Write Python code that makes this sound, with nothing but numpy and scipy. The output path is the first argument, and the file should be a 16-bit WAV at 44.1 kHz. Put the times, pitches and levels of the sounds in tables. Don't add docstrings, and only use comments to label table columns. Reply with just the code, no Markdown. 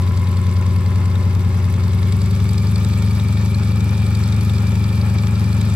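import sys
import numpy as np
from scipy import signal
from scipy.fft import rfft, irfft
from scipy.io import wavfile
from scipy.ndimage import uniform_filter1d

SR = 44100
rng = np.random.default_rng(int(sys.argv[2]) if len(sys.argv) > 2 else 0)


def wrap_up_sound(samples):
    columns = np.atleast_2d(samples).T
    tamed = np.clip(columns, -1, 1)
    steps = np.round(tamed * 32767).astype(np.int16)
    wavfile.write(sys.argv[1], SR, steps)


N = 253575
TIME = np.arange(N) / SR
BIN_HZ = np.maximum(np.arange(N // 2 + 1) * SR / N, 1)
CYLINDER_COUNT, PROP_TURNS_PER_CYCLE = 9, 1.316


def from_db(db):
    return np.exp(np.asarray(db) * (np.log(10) / 20))


def in_time(points):
    return np.interp(TIME, *np.transpose(points))


def at_bins(points):
    hz, value = np.transpose(points)
    return np.interp(np.log(BIN_HZ), np.log(hz), value)


def drift(rate_hz):
    slow = irfft(rfft(rng.standard_normal(N)) / (1 + (BIN_HZ / rate_hz) ** 4), N)
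    return slow / slow.std()


# frequency in Hz, correlation from -1 to 1.
MIC_LIKENESS = [(20, .7), (45, 0.6), (70, 0.96), (400, 0.89), (580, 0.86), (690, 0.6), (850, 0.7),
                (1300, 0.25), (1750, -.15), (2400, 0.3), (4200, 0.78), (5700, 0.84), (7500, 0.34),
                (11000, 0.39), (15000, .2)]

def noise(spectrum):
    alike = np.clip(at_bins(MIC_LIKENESS), -1, 1)
    mid, side = rfft(rng.standard_normal((2, N)))
    pair = np.sqrt(1 + alike) * mid + np.sqrt(1 - alike) * side * [[1], [-1]]
    return irfft(pair * from_db(at_bins(spectrum)), N) * np.sqrt(SR) / 2


def flicker(sound, depth_db=2.0, bands=8):
    centres_hz = np.linspace(3000, 15000, bands)
    spectrum, out = rfft(sound), 0
    for weights in np.eye(bands):
        band = irfft(spectrum * np.interp(BIN_HZ, centres_hz, weights), N)
        out = out + band * from_db(depth_db * (drift(39) - 0.28))
    return out


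# time in seconds, level in dB.
TREBLE_SWELL = [(0, 0), (.4, 0.8), (1.65, -1), (2.1, 1.6), (3.1, .7), (3.85, -2.5), (4.2, 1.2), (5.15, -2),
                (5.75, 0.3)]

def follow(law, throttle):
    slow_db, fast_db, weight = law
    return slow_db + throttle * (fast_db - slow_db) + weight * in_time(TREBLE_SWELL)


# frequency in Hz, level in dB.
WASH_SPECTRUM = [(200, -82), (420, -72.5), (580, -67.5), (690, -78.5), (820, -68), (1100, -72.5),
                 (1380, -69), (1540, -77.5), (1750, -70.5), (1970, -81), (2500, -76.5), (3200, -86),
                 (5000, -110)]

def wash_rush(throttle, rise_db=2.64, lag_s=2.2):
    pole = np.exp(-1 / (lag_s * SR))
    build_db = rise_db * signal.lfilter([1 - pole], [1, -pole], throttle)
    return from_db(build_db + 1.45 * drift(50)) * noise(WASH_SPECTRUM)


# frequency in Hz, level in dB.
HISS_SPECTRUM = [(1500, -100), (2600, -89), (3000, -83.5), (3500, -76.5), (4150, -80.5), (4650, -78.5),
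                 (5600, -82.5), (6600, -87.5), (8000, -83.5), (9400, -91), (11000, -88.5), (13000, -92),
                 (14200, -100), (16000, -102)]
HISS_LAW = (-1.6, 1.66, 0.28)

def wash_hiss(throttle):
    return flicker(from_db(follow(HISS_LAW, throttle) + 0.44 * drift(28)) * noise(HISS_SPECTRUM))


# place as a share of one turn, swish level in dB.
BLADES = [(.21, 0), (.55, -15), (.88, -3)]
# multiple of the blade rate, level in dB.
THRUM_PARTIALS = [(1, -51), (2, -37), (3, -51)]
# frequency in Hz, level in dB.
SWISH_SPECTRUM = [(3000, -100), (5500, -89), (8000, -88.5), (9300, -83), (10800, -78.5), (12800, -84.5),
                  (14200, -92), (16000, -106)]
SWISH_LAW = (-0.2, 0.28, 1)

def propeller(cycle, throttle, width_turns=0.058, scatter_db=2.8, grain_db=3.5):
    turns = PROP_TURNS_PER_CYCLE * cycle
    thrum = sum(from_db(db) * np.cos(2 * np.pi * k * len(BLADES) * turns) for k, db in THRUM_PARTIALS)
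    passes = np.zeros(N)
    for place, db in BLADES:
        offset = (turns - place + .5) % 1 - .5
        passes += from_db(db) * np.exp(-.5 * (offset / width_turns) ** 2)
    swish_db = follow(SWISH_LAW, throttle) + scatter_db * drift(13) + grain_db * (drift(600) - 1)
    return thrum + passes * from_db(swish_db) * noise(SWISH_SPECTRUM)


def supercharger(cycle, throttle, slow_hz=2140, fast_hz=2345, width_hz=135, slow_db=-50.5, fast_db=-47):
    angle = 2 * np.pi * np.cumsum(slow_hz + throttle * (fast_hz - slow_hz)) / SR
    song = drift(width_hz) * np.cos(angle) + drift(width_hz) * np.sin(angle)
    blade_passes = len(BLADES) * (PROP_TURNS_PER_CYCLE * cycle - BLADES[0][0])
    chop = 1 + 0.19 * np.cos(2 * np.pi * 2 * blade_passes)
    surge = (1 + 0.31 * np.cos(2 * np.pi * 2 * (cycle - .3))) * from_db(0.89 * drift(25))
    return from_db(slow_db + throttle * (fast_db - slow_db)) * song * chop * surge


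GEAR_ORDERS = [99, 107, 202, 209, 212]
# level in dB at slow idle, then at fast idle.
GEAR_LEVELS = [(-42.5, -58), (-44.5, -52), (-64, -50.5), (-62, -55), (-57, -68)]
# time in seconds, gain in dB.
GEAR_SWELL = [(0, 2.5), (.6, 2), (1.8, -2.5), (2.5, 3.5), (3.3, 4), (5.75, 3)]

def gear_whine(cycle, throttle, waver_db=1.0, waver_rad=0.68, throb=0.12):
    out = np.zeros(N)
    for order, (slow_db, fast_db) in zip(GEAR_ORDERS, GEAR_LEVELS):
        level_db = slow_db + throttle * (fast_db - slow_db) + waver_db * drift(12)
        out += from_db(level_db) * np.cos(2 * np.pi * order * cycle + waver_rad * drift(18))
    torque = 1 + throb * np.cos(2 * np.pi * (cycle - .37))
    return out * from_db(in_time(GEAR_SWELL)) * torque


# place and length in firing intervals, then clunk, knock and tick levels in dB.
ROCKERS = [(.1, 0.17, -19, -11, -8), (1.98, 0.25, -4, -11, 0), (3.1, 0.21, 1.5, -7.5, -11.5),
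           (4.1, 0.35, -15, -12, -28), (5.15, 0.32, -7, -26, -25), (6.1, 0.21, -14, -22, -8),
           (6.87, 0.25, 0.5, -2, -4)]
# frequency in Hz, level in dB.
CLUNK_SPECTRUM = [(400, -113), (800, -72.5), (1300, -72), (1550, -80.5), (1750, -68.5), (2100, -79),
                  (2600, -73.5), (4000, -95)]
KNOCK_SPECTRUM = [(300, -107), (1200, -68), (2800, -77.5), (3700, -62.5), (4150, -66.5), (4600, -64.5),
                  (5700, -70), (6700, -76), (7800, -68), (9300, -85), (12500, -82), (16000, -99)]
TICK_SPECTRUM = [(2000, -83), (5500, -89), (7000, -74.5), (8100, -70.5), (9300, -83), (11000, -78),
                 (12700, -78), (14200, -85), (16000, -85)]
CLATTER_LAW = (-5, -0.56, 1.2)

def valve_clatter(cycle, throttle, scatter_db=1.5, grain_db=2.0):
    envelopes = np.zeros((3, N))
    for place, length, *colour_db in ROCKERS:
        turn = cycle - place / CYLINDER_COUNT + 1.5
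        since = (turn % 1 - .5) * CYLINDER_COUNT
        force = from_db(np.array(colour_db) + scatter_db * np.clip(rng.standard_normal((80, 3)), -2, 1.3))
        width = length * np.where(since < 0, .5, 1.45)
        envelopes += force[turn.astype(int)].T * np.exp(-.5 * (since / width) ** 2)
    clunk, knock, tick = envelopes
    bright_db = follow(CLATTER_LAW, throttle) + grain_db * (drift(300) - 1)
    dull = clunk * noise(CLUNK_SPECTRUM)
    bright = flicker(knock * noise(KNOCK_SPECTRUM) + tick * noise(TICK_SPECTRUM), depth_db=3.5)
    return dull + from_db(bright_db) * bright


# start in seconds, level in dB, ring in Hz.
HARD_KNOCKS = [(.370, -38, 4530), (1.154, -35, 3770), (2.216, -33.5, 4600), (2.490, -32, 4610),
               (2.579, -33, 4570), (2.757, -28.5, 4470), (3.544, -29, 4200), (4.149, -31, 4600)]
KNOCK_LAW = (-45.5, -37, 1.5)

def loose_valve(cycle, throttle, low_hz=3720, high_hz=4570, high_share=.7, scatter_db=2.5, scatter_hz=70):
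    place = 6.85 - 0.17 * throttle
    hits = np.flatnonzero(np.diff(np.floor(cycle - place / CYLINDER_COUNT)) > 0)
    force, detune = np.clip(rng.standard_normal((len(hits), 2)), -2, 2).T
    level_db = follow(KNOCK_LAW, throttle)[hits] + scatter_db * force
    ring_hz = np.where(rng.random(len(hits)) < high_share, high_hz, low_hz) + scatter_hz * detune
    knocks = np.transpose([hits / SR, level_db, ring_hz])
    for hard in HARD_KNOCKS:
        nearest = np.argmin(abs(hits / SR - hard[0]))
        knocks[nearest] = hard
    return knocks


def valve_cover(knocks, gain_db=0.5, width_hz=340, decay_s=0.0033, upper_hz=7900, upper_db=-8):
    out, age = np.zeros(N + SR), np.arange(SR // 20) / SR
    radius = np.exp(-np.pi * width_hz / SR)
    for start_s, knock_db, ring_hz in knocks:
        start = int(start_s * SR)
        for hz, mode_db in ((ring_hz, 0), (upper_hz, upper_db)):
            mode = [1, 0, -1, 1, -2 * radius * np.cos(2 * np.pi * hz / SR), radius ** 2]
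            rattle = rng.standard_normal(len(age)) * np.exp(-age / decay_s)
            ring = signal.sosfilt([mode, mode], rattle)
            ring /= np.sqrt(np.sum(ring ** 2) / (decay_s * SR))
            out[start:start + len(age)] += from_db(knock_db + gain_db + mode_db) * ring
    return out[:N]


# frequency in Hz, level in dB.
RUMBLE_SPECTRUM = [(15, -66), (30, -74), (48, -60), (65, -51.5), (90, -50), (130, -61.5), (190, -56),
                   (260, -65.5), (400, -67.5), (600, -85), (900, -103.5)]

def exhaust_rumble(cycle, puff=0.21):
    firing = np.cos(2 * np.pi * (CYLINDER_COUNT * cycle - CYLINDER_PULSES[0][0]))
    return (1 + puff * firing) * noise(RUMBLE_SPECTRUM)


# share of the sweep, level in dB at slow idle, then at fast idle.
COLLECTOR_RING = [(0, -38, -77), (.08, -37.5, -59), (.22, -33.5, -41.5), (.38, -37.5, -35),
                  (.62, -43.5, -42), (.8, -36, -39), (.92, -42.5, -41), (1, -49, -72)]

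def collector(cycle, firing_hz, throttle, pull, slow_hz=352, fast_hz=378, load_db=3.5):
    share = (cycle - 0.1398) % 1
    age = share * CYLINDER_COUNT / firing_hz
    at, slow_db, fast_db = np.transpose(COLLECTOR_RING)
    level_db = (1 - throttle) * np.interp(share, at, slow_db) + throttle * np.interp(share, at, fast_db)
    climb_hz_per_s = 900 - 450 * throttle
    mean_hz = slow_hz + throttle * (fast_hz - slow_hz) + climb_hz_per_s * age / 2
    gain = from_db(level_db + load_db * pull + 0.61 * drift(36))
    return gain * np.sin(2 * np.pi * age * mean_hz + 0.34 * drift(8.8))


# multiple of the cycle rate, level in dB at slow idle, then at fast idle.
EXHAUST_PARTIALS = [(5, -63, -62), (6, -73, -55), (7, -27, -20), (8, -45, -81), (9, -13, -14),
                    (10, -30, -40), (11, -23, -25), (12, -30, -34.5), (13, -41, -30), (14, -59, -71),
                    (15, -48, -33.5), (16, -30, -25.5), (17, -33, -33.5), (18, -29, -26.5),
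                    (19, -44, -37.5), (20, -33.5, -38.5), (21, -36, -44), (22, -42, -60), (23, -48, -41.5),
                    (25, -41, -59), (26, -57, -48), (27, -59, -51), (28, -50, -46.5), (29, -67, -52),
                    (31, -55, -50.5), (44, -65, -49.5), (48, -57, -58), (51, -49, -56), (58, -49, -71)]
# arrival in firing intervals and weight in dB at slow idle, then both at fast idle.
CYLINDER_PULSES = [(0.26, -0.7, 0.54, 0.3), (1.58, 2.2, 1.02, -2.0), (2.64, -3.7, 2.47, 1.3),
                   (2.97, 2.9, 3.55, -0.5), (4.39, 0.9, 4.26, 5.3), (4.95, 2.1, 5.32, 0.7),
                   (6.41, 3.2, 6.72, 1.3), (7.81, 1.9, 7.78, -2.8), (8.36, -0.8, 8.45, 0.2)]

def exhaust(cycle, throttle, pull, uneven_db=-0.05, jitter_cycles=0.00079, skew_rad=0.68, bark_db=2):
    slow_at, slow_pulse_db, fast_at, fast_pulse_db = np.transpose(CYLINDER_PULSES)
    angle = 2 * np.pi * (cycle + jitter_cycles * drift(35))
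    out = np.zeros(N)
    for order, slow_db, fast_db in EXHAUST_PARTIALS:
        lag = -2j * np.pi * order / CYLINDER_COUNT
        slow = np.sum(from_db(slow_pulse_db) * np.exp(lag * slow_at))
        fast = np.sum(from_db(fast_pulse_db) * np.exp(lag * fast_at))
        phase = np.angle(slow) + throttle * np.angle(fast / slow) - skew_rad
        level_db = slow_db + throttle * (fast_db - slow_db) + bark_db * pull * (order != CYLINDER_COUNT)
        out += from_db(level_db) * np.cos(order * angle + phase)
    return out * from_db(uneven_db * drift(30))


# frequency in Hz, left minus right in dB.
MIC_BALANCE = [(30, 2.5), (200, 2.5), (430, 0.8), (620, 4), (800, 2.2), (1400, 0), (2200, 6), (3200, 1.2),
               (5100, -0.7), (5900, 4.5), (7600, -1.5), (8600, 5.5), (10500, -3.5), (13000, -2), (15000, 3)]

def microphones(plane, left_lag_s=4.8e-5):
    delay = np.exp(-2j * np.pi * BIN_HZ * left_lag_s * np.array([[1], [0]]))
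    balance = from_db(at_bins(MIC_BALANCE) * np.array([[.5], [-.5]]))
    return irfft(rfft(plane) * delay * balance, N)


# time in seconds, firings per second.
ENGINE_SPEED = [(0, 91.67), (.28, 91.47), (1.69, 92.33), (1.97, 93.88), (2.49, 100.0), (2.88, 102.44),
                (3.8, 104.11), (5.75, 105.08)]

def scene(slow_idle_hz=92, fast_idle_hz=104):
    firing_hz = in_time(ENGINE_SPEED)
    cycle = np.cumsum(firing_hz) / SR / CYLINDER_COUNT
    throttle = np.clip((firing_hz - slow_idle_hz) / (fast_idle_hz - slow_idle_hz), 0, 1)
    pull = np.gradient(uniform_filter1d(firing_hz, size=SR // 2, mode="nearest"))
    pull /= pull.max()
    pipes = exhaust(cycle, throttle, pull) + collector(cycle, firing_hz, throttle, pull)
    knocks = valve_cover(loose_valve(cycle, throttle))
    whines = gear_whine(cycle, throttle) + supercharger(cycle, throttle)
    clatter = valve_clatter(cycle, throttle)
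    air = wash_hiss(throttle) + exhaust_rumble(cycle) + wash_rush(throttle)
    return microphones(air + propeller(cycle, throttle) + whines + clatter + knocks + pipes)


def record(dry, cutoff_hz=15800):
    return signal.sosfilt(signal.ellip(12, .1, 90, cutoff_hz, fs=SR, output="sos"), dry)


dry = scene()
out = record(dry)
wrap_up_sound(out)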